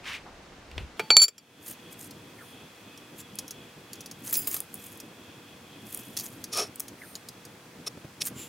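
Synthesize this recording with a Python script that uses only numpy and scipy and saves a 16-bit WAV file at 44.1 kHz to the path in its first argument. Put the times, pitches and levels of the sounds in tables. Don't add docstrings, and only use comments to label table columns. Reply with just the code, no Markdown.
import sys
import numpy as np
from scipy import signal
from scipy.fft import rfft, irfft, next_fast_len
from scipy.io import wavfile
from scipy.ndimage import uniform_filter1d, minimum_filter1d, map_coordinates

SR = 44100
rng = np.random.default_rng(int(sys.argv[2]) if len(sys.argv) > 2 else 0)


def log_audio(samples):
    frames = np.atleast_2d(samples).T
    limited = np.clip(frames, -1, 1)
    pcm = np.round(limited * 32767).astype(np.int16)
    wavfile.write(sys.argv[1], SR, pcm)


N = 373968
WIDENS_HZ = 9000


def amp(db):
    return 10 ** (np.asarray(db) / 20)


def unit(x):
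    return x / np.sqrt(np.mean(x ** 2) + 1e-20)


def along(points, hz):
    f, values = np.transpose(points)
    return np.interp(np.log(hz + 1), np.log(f), values)


def wobble(rate, size=N):
    knots = rng.standard_normal(int(size * rate / SR) + 4)
    return map_coordinates(knots, [np.arange(size) * rate / SR])


def filtered(x, response):
    n = x.shape[-1]
    padded = next_fast_len(n + 4096)
    return irfft(rfft(x, padded) * response(np.fft.rfftfreq(padded, 1 / SR)), padded)[..., :n]


def shaped(spectrum):
    return lambda hz: amp(along(spectrum, hz))


def resonant(peaks):
    return lambda f: sum((-1) ** k * amp(db) * 1j * f * width / (f0 * f0 - f * f + 1j * f * width)
                         for k, (f0, width, db) in enumerate(peaks))


def ribbed(response, depth_db, spacing_hz=110):
    knots = rng.standard_normal(512)
    ripple = lambda hz: map_coordinates(knots, [hz / spacing_hz], order=1, mode="mirror")
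    return lambda hz: response(hz) * amp(depth_db * ripple(hz))


def hiss(response, width=0.042, size=N, grit=0):
    grains = np.repeat(np.exp(grit * rng.standard_normal(size // 16 + 1)), 16)[:size]
    spread = lambda hz: np.array([np.ones_like(hz), width * (1 + (hz / WIDENS_HZ) ** 2)])
    mid, side = filtered(rng.standard_normal((2, size)) * grains, lambda hz: response(hz) * spread(hz))
    return unit(np.array([mid + side, mid - side]))


def burst(response, t60):
    t = np.arange(SR // 4) / SR
    return hiss(response, size=len(t)) * amp(-60 * t / t60)


def add(track, s, sound):
    part = track[:, round(s * SR):][:, :sound.shape[-1]]
    part += sound[..., :part.shape[-1]]


def strokes(rows, shape=1.84):
    power = np.zeros(N)
    for s, db, rise, fall in rows:
        n = np.arange(max(int((s - 2 * rise) * SR), 0), min(int((s + 2 * fall) * SR), N))
        away = np.maximum((s - n / SR) / rise, (n / SR - s) / fall)
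        power[n] += amp(db - 20 * away ** shape) ** 2
    return np.sqrt(power)


def bounces(s, db, gap_s, shrink=1, loss_db=0, count=4):
    k = np.arange(count)
    gaps = gap_s * shrink ** k
    return list(zip(s + np.cumsum(gaps) - gaps, db - loss_db * k))


# f/Hz, coherence/1
COHERENCE = [(60, 1), (250, 1), (1000, 0.65), (12000, 0.17)]
def air(spectrum):
    angle = lambda hz: np.arccos(np.clip(along(COHERENCE, hz), -1, 1)) / 2
    response = lambda hz: shaped(spectrum)(hz) * [np.cos(angle(hz)), np.sin(angle(hz))]
    mid, side = filtered(rng.standard_normal((2, N)), response)
    return unit(np.array([mid + side, mid - side]))


# f/Hz, relative level/dB
ROOM_SPECTRUM = [(15, -39), (25, -4), (318, -7), (2180, -16), (6040, -24.5), (15000, -43)]
YARD_SPECTRUM = [(18, -56), (30, -36.5), (106, -6), (287, -4.5), (437, -11), (632, -13.5), (2290, -18),
                 (3400, -23), (4300, -22.5), (16000, -32)]
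# f/Hz, level/dB
MOTOR_HUM = [(480, -61.5)]
def background(outdoors_s=.97, restless_db=2.4, room_db=-50, yard_db=-50, shrill_db=-59):
    t = np.arange(N) / SR
    yard = air(YARD_SPECTRUM)
    low = filtered(yard, lambda hz: 1 / (1 + (hz / 600) ** 4))
    murmur = amp(yard_db) * (yard - low + low * amp(restless_db * wobble(27)))
    hum = sum(amp(db) * np.sin(2 * np.pi * hz * t + wobble(9.7)) for hz, db in MOTOR_HUM)
    fading_db = np.interp(t, [5.8, 7.2], [0, -7])
    shrill = amp(shrill_db + fading_db + 2.1 * wobble(10))
    shrill = shrill * hiss(resonant([(2530, 89, -3), (3360, 171, -3)]), width=0.23)
    return np.where(t < outdoors_s, amp(room_db) * air(ROOM_SPECTRUM), murmur + hum + shrill)


def walls(x, t60=0.11):
    t = np.arange(SR // 3) / SR
    tail = rng.standard_normal((2, len(t))) * amp(-60 * t / t60) * (t > .006)
    return signal.fftconvolve(x, tail / np.linalg.norm(tail[0]), axes=1)[:, :N]


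# t/s, level/dB
FOOT_PATS = [(7.976, -39), (8.049, -38), (8.317, -46), (8.365, -45)]
# t/s, level/dB, rise/s, fall/s
WEIGHT_SHIFTS = [(4.4, -49, 0.44, 0.31), (6.3, -52, 0.7, 0.77), (8.36, -48, 0.16, 0.15)]
def feet(rise_s=0.0069, fall_s=0.012):
    pats = strokes([(s, db, rise_s, fall_s) for s, db in FOOT_PATS])
    dull = resonant([(110, 38, -1.7), (275, 113, -0.26)])
    return (pats + strokes(WEIGHT_SHIFTS)) * hiss(dull, width=0.11)


# t/s, level/dB, duration/s, first f/Hz, last f/Hz
SQUEAKS = [(2.375, -47.5, 0.082, 2400, 850), (6.999, -43.5, 0.065, 2190, 1395)]
def squeaks(waver=0.048, rub_db=-10, rub_lag_s=0.089, rub_s=0.14):
    rubs = strokes([(s + rub_lag_s, db + rub_db, rub_s, rub_s) for s, db, *_ in SQUEAKS])
    out = rubs * hiss(ribbed(resonant([(9800, 3300, 0)]), depth_db=8))
    unsteady = 1 + waver * wobble(250)
    for s, db, length, first_hz, last_hz in SQUEAKS:
        n = int(length * SR)
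        hz = np.geomspace(first_hz, last_hz, n) * unsteady[int(s * SR):][:n]
        envelope = amp(db) * np.sqrt(np.hanning(n)) * wobble(445, size=n)
        add(out, s, envelope * np.sin(2 * np.pi * np.cumsum(hz) / SR))
    return out


# t/s, level/dB, rise/s, fall/s
SLEEVE_BRUSH = [(.08, -36, 0.049, 0.12), (.14, -39, 0.04, 0.057)]
HAND_RUB = [(.262, -45, 0.011, 0.068)]
ARM_LEAN = [(.795, -37, 0.083, 0.1)]
# t/s, relative level/dB
DESK_TAPS = [(.715, -29), (0.7798, -15.5)]
# f/Hz, relative level/dB
PAPER_SPECTRUM = [(180, -55), (300, -35), (726, -11), (2430, 3.5), (14000, -29.5)]
DESK_SPECTRUM = [(120, -38), (200, -9), (1880, -10.5), (2650, -3.5), (12500, -43), (15000, -51)]
def desk():
    out = strokes(SLEEVE_BRUSH) * hiss(shaped(PAPER_SPECTRUM), width=0.18, grit=0.23)
    out += strokes(HAND_RUB) * hiss(lambda f: resonant([(800, 600, 0)])(f) ** 2)
    out += strokes(ARM_LEAN) * hiss(resonant([(42, 10, -6), (70, 20, 3)]), width=0.29)
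    top = shaped(DESK_SPECTRUM)
    for s, db in DESK_TAPS:
        add(out, s, amp(db - 9.5) * (burst(top, t60=0.018) + amp(-19.5) * burst(top, t60=0.29)))
    return out


# t/s, level/dB, rise/s, fall/s, body level re grinding/dB
SCRAPES = [(6.539, -32.5, 0.022, 0.08, -12), (6.584, -28, 0.038, 0.079, -3),
           (7.875, -29.5, 0.012, 0.012, -13), (8.218, -25.5, 0.012, 0.014, -22.5)]
# f/Hz, relative level/dB
GRIT_SPECTRUM = [(880, -49), (1500, -16), (2540, -7.5), (4500, -6.5), (5600, 6), (6630, -10), (9560, -9),
                 (16000, -27)]
# f/Hz, bandwidth/Hz, relative level/dB
TIMBER_MODES = [(425, 62, 0.5), (693, 155, -6), (1240, 100, -3), (2520, 110, -8)]
def timber():
    grind = strokes([row[:4] for row in SCRAPES])
    grind = grind * hiss(ribbed(shaped(GRIT_SPECTRUM), depth_db=4.5), grit=0.42, width=0.04)
    push = strokes([(s, db + body_db, rise, fall) for s, db, rise, fall, body_db in SCRAPES])
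    body = push * hiss(resonant(TIMBER_MODES), grit=0.34, width=0.1)
    return amp(0.63 * wobble(160)) * (grind + body)


def crinkles(per_s=600, range_hz=(6000, 15800), t60=.005, scatter_db=5):
    count = int(per_s * N / SR)
    when, pitch = rng.random((2, count, 1))
    n = np.arange(int(t60 * SR))
    sizes = amp(scatter_db * np.minimum(rng.standard_normal((count, 1)), 2))
    hz = np.interp(pitch, [0, 1], range_hz)
    ticks = sizes * amp(-60 * n / SR / t60) * np.sin(2 * np.pi * hz * n / SR)
    samples = (when * N).astype(int) + n
    return unit(np.bincount(samples.ravel(), ticks.ravel(), N)[:N])


# t/s, relative level/dB, duration/s
BLADE_SLIDES = [(1.691, -40, 0.13), (1.928, -46, 0.037), (2.032, -46.5, .12), (3.196, -46, .06),
                (4.29, -38, 0.1), (4.383, -40, 0.31), (4.533, -37.5, 0.18), (4.865, -51, 0.34),
                (5.964, -45.5, 0.25), (6.197, -55.5, 0.79), (6.249, -41, 0.072), (8.272, -31.5, 0.064)]
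# f/Hz, relative level/dB
SLIDE_SPECTRUM = [(350, -36), (600, -8), (3990, -5), (4520, -6), (12700, 6.5), (16000, -9)]
# t/s, level/dB, rise/s, fall/s
BLADE_SHIVERS = [(3.195, -46, 0.015, 0.035), (8.4, -43, 0.059, 0.12)]
# f/Hz, bandwidth/Hz, relative level/dB
SHIVER_MODES = [(2880, 840, -5), (7280, 290, 2.5), (10400, 700, -6.5), (14500, 800, -9)]
# t/s, rattle level/dB, relative ring level/dB
BLADE_SLAPS = [(4.327, -27.5, -31), (4.368, -43, -30.5), (4.472, -25, -36), (4.528, -35, -52),
               (4.542, -28, -54), (4.565, -29.5, -52)]
# f/Hz, relative level/dB, T60/s
BLADE_MODES = [(4960, -16.5, 0.6), (7400, -8, 0.22), (10530, 2, 0.15), (13500, 6, 0.14), (15600, 5, 0.15)]
def tape_blade(rise_share=0.56, rattle_t60=0.064, rub_db=-19):
    steel = ribbed(shaped(SLIDE_SPECTRUM), depth_db=-3.5)
    pulls = strokes([(s, db, rise_share * length, (1 - rise_share) * length)
                     for s, db, length in BLADE_SLIDES])
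    slide = amp(2.84 * wobble(140) - 2.5) * (hiss(steel, grit=0.16) + crinkles())
    rub_on_wood = amp(rub_db) * hiss(resonant([(1580, 1000, 0)]))
    out = pulls * (slide + rub_on_wood)
    out += strokes(BLADE_SHIVERS) * hiss(resonant(SHIVER_MODES))
    for s, rattle_db, ring_db in BLADE_SLAPS:
        ring = sum(amp(db) * burst(lambda f: resonant([(hz, 170, 0)])(f) ** 2, t60)
                   for hz, db, t60 in BLADE_MODES)
        rattle = burst(steel, rattle_t60)
        knock_on_wood = amp(-15) * burst(resonant(TIMBER_MODES), rattle_t60)
        add(out, s, amp(rattle_db) * (rattle + knock_on_wood) + amp(ring_db) * ring)
    return out


def click(tone, t60):
    spot = ribbed(tone, depth_db=5)
    ring = burst(spot, t60)
    edge = amp(-4) * burst(tone, t60=0.0086)
    tail = amp(-24) * burst(spot, t60=0.18)
    wood = amp(-24) * burst(resonant(TIMBER_MODES), t60=0.027)
    return ring + edge + tail + wood


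# t/s, relative level/dB
CASE_CLICKS = [(2.109, -33), (2.9756, -37.5), (3.3875, -18), (3.48, -32), (3.5083, -23.5), (3.932, -26.5),
               (3.955, -37), (4.341, -16), (4.3542, -17), (5.001, -28.5), (6.168, -21), (6.1725, -16.5),
               (6.1885, -21), (6.198, -21), (6.2085, -26), (6.4408, -22.5), (6.533, -23), (6.5735, -19),
               (6.882, -29), (7.1536, -25.5), (7.287, -27.5), (7.452, -33)]
# t/s, relative level/dB, ring f/Hz
STEEL_SNAPS = [(3.3553, -29, 10400), (4.3696, -10.5, 10600), (4.544, -13, 13000), (4.6036, -13.5, 9500),
               (4.742, -19, 11400), (4.7538, -29, 9400), (4.974, -32, 11100), (5.9467, -17, 11200),
               (5.974, -21, 8900), (6.758, -25, 8500), (6.7976, -15, 7300), (6.8032, -14, 6150)]
# f/Hz, relative level/dB
CASE_SPECTRUM = [(900, -20), (2400, -12.5), (3200, -9.5), (4700, 1), (6100, 3), (8000, -6), (10000, -2),
                 (16000, -9.5)]
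SNAP_SPECTRUM = [(1500, -21), (5000, -15), (6200, -11), (9300, 0.5), (16000, -1)]
def tape_case(click_db=-7.5, snap_db=-6.5):
    out = np.zeros((2, N))
    lock_ticks = bounces(s=4.007, db=-29, gap_s=.053, count=3)
    for s, db in list(CASE_CLICKS) + lock_ticks:
        add(out, s, amp(db + click_db) * click(shaped(CASE_SPECTRUM), t60=0.042))
    for s, db, hz in STEEL_SNAPS:
        peak = resonant([(hz, 1000, 0)])
        tone = lambda f: shaped(SNAP_SPECTRUM)(f) + amp(3.5) * np.abs(peak(f)) ** 2
        add(out, s, amp(db + snap_db) * click(tone, t60=0.015))
    return out


LANDING_S = .9947
# t/s, relative level/dB
PIPE_STRIKES = [(1.1039, -11), (1.1678, 9), (1.1985, -5), (1.2814, -15.5), (1.3805, -39)]
def pipe_contacts(first_tilt=-2.1, tilt_per_s=130, max_tilt=15):
    contacts = [(LANDING_S, -45.5, -14, -12)]
    chatter = bounces(s=1.2173, db=4, gap_s=.0112, shrink=.83, loss_db=5.5)
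    for s, db in list(PIPE_STRIKES) + chatter:
        tilt = min(first_tilt + tilt_per_s * (s - PIPE_STRIKES[0][0]), max_tilt)
        knock_db = -4 + .6 * db - 0.46 * tilt
        contacts.append((s, db, tilt, knock_db))
    return contacts


# f/Hz, relative level/dB, T60/s
PIPE_MODES = [(872, -29, .4), (2348, -8, .085), (4512, 0, .42), (7200, -7, .11), (10315, -24, .085),
              (13810, -37, .16), (15620, -45, .15)]
# t/s, added decay rate/(dB/s)
HAND_DAMPING = [(1.232, 16), (1.25, 687), (1.266, 1410), (1.32, 513.5)]
def pipe_ring(contacts, waver=0.014, sharpen_hz=90, flutter_db=4, spread=0.1):
    t = np.arange(SR) / SR
    grip = np.interp(LANDING_S + t, *np.transpose(HAND_DAMPING))
    drained_db = np.cumsum(grip) / SR
    held = np.maximum.accumulate(grip / grip.max())
    buzz = .1 + .9 * held
    ring = np.zeros((2, SR))
    for hz, mode_db, t60 in PIPE_MODES:
        lost_db = 60 * t / t60 + drained_db
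        energy = np.zeros(SR)
        for s, db, tilt, _ in contacts:
            k = max(round((s - LANDING_S) * SR), 0)
            struck_db = db + mode_db + tilt * np.log2(hz / 4500)
            energy[k:] += amp(struck_db - lost_db[k:] + lost_db[k]) ** 2
        pitch_hz = hz * (1 + waver * buzz * wobble(180, size=SR)) + sharpen_hz * held ** 2
        energy *= amp(flutter_db * buzz * wobble(180, size=SR)) ** 2
        envelope = uniform_filter1d(np.sqrt(energy), size=24, mode="constant")
        pan = rng.choice([-1, 1]) * spread * (hz / WIDENS_HZ) ** 2
        ring += np.array([[1 + pan], [1 - pan]]) * envelope * np.sin(2 * np.pi * np.cumsum(pitch_hz) / SR)
    return ring


# f/Hz, bandwidth/Hz, relative level/dB
KNOCK_MODES = [(410, 51, 1.5), (615, 120, -4.5), (1349, 230, -5), (2350, 75, 4.5), (2943, 1100, -14)]
def pipe(knock_t60=0.043, clatter_t60=0.12, crack_hz=3300, crack_t60=.013):
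    t = np.arange(SR // 4) / SR
    contacts = pipe_contacts()
    out = np.zeros((2, N))
    add(out, LANDING_S, pipe_ring(contacts))
    for s, _, tilt, knock_db in contacts:
        is_hard = tilt > -6
        crack = is_hard * amp(3 - 60 * t / crack_t60) * np.sin(2 * np.pi * crack_hz * t)
        thud = amp(-4.5) * burst(resonant(KNOCK_MODES), knock_t60)
        clatter = amp(-20) * burst(resonant(KNOCK_MODES), clatter_t60)
        rasp = amp(tilt - 14) * burst(shaped(GRIT_SPECTRUM), knock_t60)
        add(out, s, amp(knock_db) * (crack + thud + clatter + rasp))
    return out


def scene():
    woodwork = tape_case() + tape_blade() + timber()
    clink = pipe()
    direct = desk() + woodwork + clink
    reflections = amp(-35) * walls(woodwork) + amp(-27) * walls(clink)
    return direct + reflections + feet() + squeaks() + background()


def record(dry, ceiling_db=-8, hold_s=0.061, release_db_per_s=35, attack_s=0.001, top_hz=16000):
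    power = np.abs(uniform_filter1d(np.mean(dry ** 2, axis=0), size=48))
    over_db = np.maximum(10 * np.log10(power + 1e-12) - ceiling_db, 0)
    hold = int(hold_s * SR)
    held_db = -minimum_filter1d(-over_db, hold, origin=(hold - 1) // 2)
    creep_db = release_db_per_s * np.arange(N) / SR
    released_db = np.maximum.accumulate(held_db + creep_db) - creep_db
    pole = np.exp(-1 / (attack_s * SR))
    duck_db = signal.lfilter([1 - pole], [1, -pole], released_db)
    clipped = np.clip(dry * amp(-duck_db), -1, 1)
    return filtered(clipped, lambda hz: 1 / (1 + (hz / top_hz) ** 160))


dry = scene()
out = record(dry)
log_audio(out)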